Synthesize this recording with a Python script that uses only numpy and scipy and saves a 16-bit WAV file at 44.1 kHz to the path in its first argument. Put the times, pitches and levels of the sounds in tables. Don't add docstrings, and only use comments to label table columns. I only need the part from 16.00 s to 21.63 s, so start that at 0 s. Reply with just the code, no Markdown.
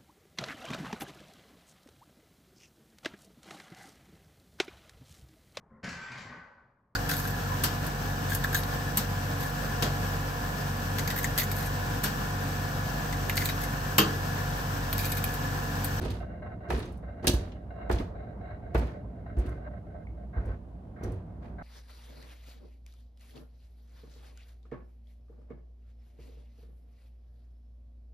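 import sys
import numpy as np
from scipy import signal
from scipy.fft import rfft, irfft
from scipy.io import wavfile

SR = 44100
rng = np.random.default_rng(int(sys.argv[2]) if len(sys.argv) > 2 else 0)


def waveform_to_disk(signal):
    frames = np.transpose(np.atleast_2d(signal))
    scaled = np.clip(frames, -1, 1) * 32767
    samples = np.round(scaled).astype(np.int16)
    wavfile.write(sys.argv[1], SR, samples)


N = 248106

# (f/Hz, level/dB)
FRAME = [(1685, 2.5), (2363, -3.5), (4410, 1.5), (4970, -1.5), (6170, -3), (12750, -18)]
FRAME_T60_S = 0.04
# (f/Hz, level/dB, t60/s)
BENCH = [(172, 11.5, 0.016), (239.5, -3, 0.14), (284, -3.5, 0.12), (354.8, 3, 0.082), (449, -0.5, 0.051),
         (123.6, -5.5, 0.1)]
# (f/Hz, t60/s)
SWAY = [(60, 0.215), (97, 0.16)]
# (f/Hz, level/dB)
JINGLE = [(6400, 0), (9400, 9), (11400, 3)]


def amp(db):
    return 10 ** (np.asarray(db) / 20)


def rms_one(x):
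    return x / np.sqrt(np.mean(np.square(x)) + 1e-20)


def at_hz(points, hz):
    p = np.array(points)
    return np.interp(np.log(hz), np.log(np.maximum(p[:, 0], 1)), p[:, 1])


def drift(rate):
    step = 40
    r = np.exp(-2 * np.pi * rate * step / SR)
    white = rng.standard_normal(N // step + 2002)
    slow = signal.lfilter([1], [1, -2 * r, r * r], white)[2000:]
    return np.interp(np.arange(N) / step, np.arange(len(slow)), rms_one(slow))


def ring(x, hz, t60):
    r = amp(-60 / (t60 * SR))
    w = 2 * np.pi * hz / SR
    return signal.lfilter([0, np.sin(w)], [1, -2 * r * np.cos(w), r * r], x + 1e-18)


def band_filter(x, low_hz, high_hz):
    return signal.sosfilt(signal.butter(2, [low_hz, high_hz], "band", fs=SR, output="sos"), x)


def noise(spectrum):
    # (f/Hz, level of side over mid/dB)
    spread = [(60, -12.5), (150, -23.5), (380, -7.5), (950, -0.5), (15000, -0.5)]
    hz = np.maximum(np.arange(N // 2 + 1) * SR / N, 1)
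    inside = (hz > spectrum[0][0]) & (hz < spectrum[-1][0])
    mid, side = rfft(rng.standard_normal((2, N))) * amp(at_hz(spectrum, hz)) * inside
    side = side * amp(at_hz(spread, hz))
    return rms_one(irfft(np.array([mid + side, mid - side]), N))


def held(rows, rise_s, edge):
    out = np.zeros(N)
    for s, length, level_db in rows:
        i = round(max(s, 0) * SR)
        t = np.arange(min(N - i, SR // 2)) / SR
        fall = np.exp(-(t / max(length, 0.01)) ** edge)
        out[i:i + len(t)] += amp(level_db) * (1 - np.exp(-t / rise_s)) * fall
    return out


def fading(rows, t60, rise_s):
    power = np.zeros(N)
    for s, level_db in rows:
        i = round(s * SR)
        t = np.arange(min(N - i, SR // 2)) / SR
        fall = amp(level_db - 60 * t / max(t60, 0.005))
        power[i:i + len(t)] += (fall * (1 - np.exp(-t / rise_s))) ** 2
    return np.sqrt(power)


def struck(times, levels_db, modes, spread_db):
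    at = np.round(np.asarray(times) * SR).astype(int)
    out = np.zeros(N)
    luck = rng.standard_normal((len(at), len(modes), 2))
    for k, (hz, level_db, t60) in enumerate(modes):
        clicks = np.zeros(N)
        strength = amp(levels_db + level_db + spread_db * luck[:, k, 0])
        clicks[at] = strength * np.sign(luck[:, k, 1])
        out += ring(clicks, hz, t60)
    return out


def press():
    # (t/s, length/s, clank level/dB, treble level/dB, bench level/dB, sway level/dB)
    steps = [(0, 0.15, -44, -53.5, -34.5, -35.5), (0.684, 0.18, -44, -56.5, -34, -34.5),
             (1.224, 0.21, -46, -58, -35.5, -36.5), (1.891, 0.13, -45, -57.5, -34, -25.5),
             (2.737, 0.15, -44, -61, -32.5, -47.5), (3.363, 0.086, -52.5, -71, -36.5, -45),
             (3.441, 0.13, -56.5, -74, -41.5, -34.5), (4.362, 0.11, -59, -85, -41.5, -32),
             (4.443, 0.12, -58, -81, -43, -37), (5.021, 0.14, -54.5, -72.5, -37, -31),
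             (5.416, 0.085, -55.5, -75.5, -57, -58.5)]
    # (t/s, clank level/dB, treble level/dB, bench level/dB,
    #                  low sway level/dB, high sway level/dB)
    knocks = [(0.051, -43, -50, -37, -57, -27.5), (0.105, -56, -48, -55, -34, -26),
              (0.702, -21, -45.5, -45, -44, -53), (0.732, -52, -49.5, -31, -21.5, -57),
              (0.775, -51, -56, -31, -39, -49), (1.243, -28.5, -53, -32, -42.5, -55),
              (1.2698, -34, -21, -25, -36, -31), (1.276, -25, -32, -57, -48, -48),
              (1.288, -45, -56, -28, -28, -20.5), (1.335, -34, -43.5, -29.5, -22, -40),
              (1.896, -23.5, -56, -30.5, -44, -45), (1.914, -42, -43, -38.5, -33, -52),
              (1.997, -32.5, -58, -32, -44, -34.5), (2.746, -21.5, -49, -28.5, -15.5, -54),
              (2.778, -57, -51, -49, -20, -40.5), (2.823, -65, -73, -49.5, -28.5, -36.5),
              (3.37, -49.5, -73.5, -51, -16.5, -51), (4.364, -56, -85, -58.5, -25.5, -41),
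              (5.006, -47.5, -85, -41, -41.5, -31), (5.033, -53.5, -58.5, -46, -45.5, -48)]
    # (f/Hz, level per Hz/dB)
    clank_colour = [(200, -30.5), (370, -1), (620, -5.5), (1600, -17), (2400, -22.5), (3100, -31),
                    (5500, -53)]
    # (f/Hz, level per Hz/dB)
    treble_colour = [(1800, -17.5), (2500, -5), (3150, -3), (4300, -3), (5300, -6.5), (6800, -7),
                     (15400, -5.5), (16200, -28.5)]

    start, length, *step_db = np.transpose(steps)
    clank, treble, bench, sway = [held(zip(start, length, db), 0.011, edge=2.3) for db in step_db]
    s, clank_db, treble_db, bench_db, *sway_db = np.transpose(knocks)
    clank = clank + fading(zip(s, clank_db), 0.06, 0.0051)
    bright = fading(zip(s, treble_db), 0.1, 0.0036)

    dull = rms_one(signal.lfilter(*signal.butter(2, 5200, fs=SR), noise(treble_colour)))
    tail = rms_one(signal.lfilter(*signal.butter(1, 6600, fs=SR), noise(treble_colour)))
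    crack = noise(treble_colour) * fading(zip(s, treble_db + 7), 0.014, 0.00057)
    shake = crack + clumped(noise(clank_colour) * clank + dull * treble + tail * bright)
    point = rattle(treble) + bench_shake(bench, sway) + knock_rings(s, treble_db, bench_db, sway_db)
    return shake, point


def clumped(x):
    edges = (150, 1500, 4500, 12000, 16500)
    clump_db, clumps_per_s = 3.5, 70
    out = 0
    for k, (low_hz, high_hz) in enumerate(zip(edges, edges[1:])):
        flutter = amp(clump_db * drift(clumps_per_s))
        out = out + (-1) ** k * flutter * band_filter(x, low_hz, high_hz)
    return out


def rattle(envelope):
    per_s, level_db, uneven_db = 30, -4, 1.5
    modes = FRAME + JINGLE
    luck = np.minimum(rng.exponential(1, N), 4)
    sizes = amp(level_db + uneven_db * luck) * envelope
    hit = rng.random(N) < per_s * len(modes) / SR
    dealt = rng.integers(0, len(modes), N)
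    out = np.zeros(N)
    for k, (hz, db) in enumerate(modes):
        out += amp(db) * ring(sizes * hit * (dealt == k), hz, FRAME_T60_S / 2)
    return out


def bench_shake(bench, sway):
    shaking = rng.standard_normal(N)
    tones = rms_one(sum(amp(db) * ring(shaking, hz, t60) for hz, db, t60 in BENCH))
    swaying = rms_one(sum(ring(shaking, hz, t60) for hz, t60 in SWAY))
    return bench * tones + sway * swaying


def knock_rings(s, treble_db, bench_db, sway_db):
    frame_modes = [(hz, db, FRAME_T60_S) for hz, db in FRAME]
    out = struck(s, treble_db - 6, frame_modes, spread_db=2)
    out += struck(s + 0.004, bench_db, BENCH, spread_db=1)
    for level_db, (hz, t60) in zip(sway_db, SWAY):
        out += struck(s, level_db, [(hz, 0, t60)], spread_db=5)
    return out


def bowl_ringing(thin_db):
    # (f/Hz, width/Hz, level/dB)
    bowl_modes = [(609.5, 30, 9.5), (687.7, 98, 6.5), (1071.5, 29, -8), (1314, 38, -11.5),
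                  (1548, 120, -10.5), (1904, 117, -19.5), (2125, 49, -15.5), (2774, 82, -22),
                  (3896, 330, -34.5)]
    waver = 0.006
    rub = noise([(200, 0), (8000, 0)])
    extra = [0] * (len(bowl_modes) - len(thin_db)) + thin_db
    out = 0
    for (hz, width, level_db), extra_db in zip(bowl_modes, extra):
        t60 = np.log(1000) / (np.pi * width)
        sharp = rms_one(ring(ring(rub, hz, t60), hz, t60))
        out = out + amp(level_db + extra_db) * np.sqrt(width) * sharp
    clock = np.cumsum(1 + waver * drift(6))
    clock *= (N - 1) / clock[-1]
    return rms_one([np.interp(clock, np.arange(N), channel) for channel in out])


def feeder(shuffle_db, thin_db):
    # (f/Hz, level per Hz/dB)
    between_colour = [(250, -15), (450, -4), (610, -7.5), (930, -9.5), (2200, -30.5), (2550, -41),
                      (5000, -66.5)]
    # (t/s, length/s, level below the split/dB, level above it/dB)
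    slides = [(0.2, 0.06, -47.5, -39.5), (0.263, 0.14, -53, -42.5), (0.417, 0.145, -48.5, -40),
              (0.603, 0.19, -51, -40.5), (1.025, 0.47, -53, -45.5), (1.529, 0.12, -57.5, -49.5),
              (1.704, 0.35, -47.5, -41.5), (2.152, 0.18, -50, -43.5), (2.408, 0.17, -53.5, -40),
              (2.614, 0.22, -51.5, -47), (2.937, 0.09, -48.5, -48), (3.076, 0.19, -58, -58.5),
              (3.26, 0.32, -58, -43.5), (3.576, 0.22, -51.5, -44.5), (3.864, 0.093, -53.5, -51),
              (3.941, 0.095, -51, -47), (4.172, 0.088, -52, -53), (4.327, 0.23, -63.5, -40.5),
              (4.958, 0.12, -63.5, -40.5), (5.582, 0.14, -61.5, -37.5)]
    split_hz = 1026
    throb = amp(3.0 * drift(22))
    grain = amp(1.0 * drift(53))
    tones, between = bowl_ringing(thin_db), noise(between_colour)
    out = amp(shuffle_db) * rms_one(tones + amp(2) * between)
    clear = rms_one(tones + amp(-9) * between)
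    s, length, low_db, high_db = np.transpose(slides)
    for side, level_db, catch in (("low", low_db, 1), ("high", high_db, throb)):
        force = catch * held(zip(s, length, level_db), 0.0022, edge=8.3)
        part = signal.sosfilt(signal.butter(4, split_hz, side, fs=SR, output="sos"), clear)
        out = out + force * part
    return out * grain


def motor(level_db):
    # (f/Hz, level per Hz/dB)
    rumble_colour = [(25, -17), (49, -9.5), (102, -3), (139, -11.5), (172, -8), (600, -29.5), (780, -28.5)]
    hum = rms_one(ring(rng.standard_normal(N), 60, 0.85))
    return amp(level_db) * (noise(rumble_colour) + amp(-1.5) * hum)


def faint_hiss():
    # (f/Hz, level per Hz/dB)
    hiss_colour = [(1470, -34), (2500, -3.5), (7250, -16.5), (11900, -15.5), (16000, -33.5)]
    return amp(-81) * noise(hiss_colour)


def ticks():
    # (t/s, level/dB, f/Hz)
    tick_rows = [(0.018, -51.5, 10700), (0.792, -51, 10700), (0.828, -49, 3730), (0.8555, -58, 6300),
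                 (0.922, -62, 10640), (0.973, -65, 10100), (1.519, -51, 2930), (1.921, -45, 1830),
                 (1.934, -45, 4150), (1.985, -39.5, 3420), (2.87, -70, 6700), (3.386, -57, 10100),
                 (3.395, -62, 7700), (3.462, -61, 9700), (3.492, -63.5, 9400), (4.4565, -66.5, 9500),
                 (5.036, -51.5, 5930), (5.12, -61, 9700)]
    ring_t60_s, spit_db, spit_t60_s = 0.046, -3, 0.059
    out, spit = np.zeros(N), np.zeros((2, N))
    white = noise([(200, 0), (16000, 0)])
    jingle = rms_one(sum(amp(db) * ring(white, hz, 0.003) for hz, db in JINGLE))
    for s, level_db, hz in tick_rows:
        out += struck([s], level_db, [(hz, 0, ring_t60_s)], spread_db=2)
        i = round(s * SR)
        span = slice(i, i + SR // 5)
        hiss = rms_one(band_filter(white[:, span], 0.45 * hz, 1.35 * hz))
        if hz > 5200:
            hiss = hiss + jingle[:, span]
        spit[:, span] += hiss * fading([(s, level_db + spit_db)], spit_t60_s, 0.00032)[span]
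    return out, spit


def taps():
    # (t/s, level/dB, f/Hz)
    tap_rows = [(2.751, -17, 380), (3.388, -45, 820), (4.07, -46, 2162), (4.366, -41, 820),
                (5.018, -43, 840), (5.612, -41, 800)]
    out = np.zeros(N)
    for s, level_db, hz in tap_rows:
        tone = struck([s], level_db, [(hz, 0, 0.03)], spread_db=0)
        out += band_filter(tone, 0.75 * hz, 1.25 * hz)
    return out


def shop(x):
    t60_s, wall_cut_hz = 0.34, 14000
    out = np.zeros((2, N))
    dull = np.exp(-2 * np.pi * wall_cut_hz / SR)
    for k, lag in enumerate((rng.uniform(0.008, 0.03, 16) * SR).astype(int)):
        loop, state = x.copy(), [0.]
        gain = amp(-60 * lag / SR / t60_s)
        for i in range(lag, N, lag):
            back, state = signal.lfilter([gain * (1 - dull)], [1, -dull], loop[i - lag:i], zi=state)
            loop[i:i + lag] += back[:N - i]
        out[k % 2] += (loop - x) * (-1) ** (k // 2)
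    return out


def scene():
    # (t/s, case shuffle level/dB, second-highest bowl mode change/dB,
    #                     highest bowl mode change/dB, motor rumble level/dB)
    running = [(.15, -52.5, 1, -3, -41), (1.002, -55.5, -8.5, -4, -44), (1.85, -55, 2, 1, -43.5),
               (2.152, -49.5, -9.5, 1, -43.5), (3.5, -56, -7, -4.5, -43), (4.5, -61.5, -21, -8, -46.5),
               (5.63, -55.5, -26, -4.5, -43.5)]
    s, *columns = np.transpose(running)
    shuffle_db, *thin_db, rumble_db = [np.interp(np.arange(N) / SR, s, c) for c in columns]
    shake, blows = press()
    tick_rings, spit = ticks()
    point = blows + tick_rings + taps()
    right_lag = 7
    near = np.array([point, np.roll(point, right_lag)]) + shake + spit
    bright = signal.sosfilt(signal.butter(2, 500, "high", fs=SR, output="sos"), near[0])
    steady = feeder(shuffle_db, thin_db) + motor(rumble_db)
    return near + amp(-17.5) * shop(bright) + steady + faint_hiss()


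def record(dry):
    balanced = dry * amp([[-0.7], [0.7]])
    no_bass = signal.sosfilt(signal.butter(6, 40, "high", fs=SR, output="sos"), balanced)
    return signal.sosfilt(signal.cheby2(16, 70, 16700, fs=SR, output="sos"), no_bass)


dry = scene()
out = record(dry)
waveform_to_disk(out)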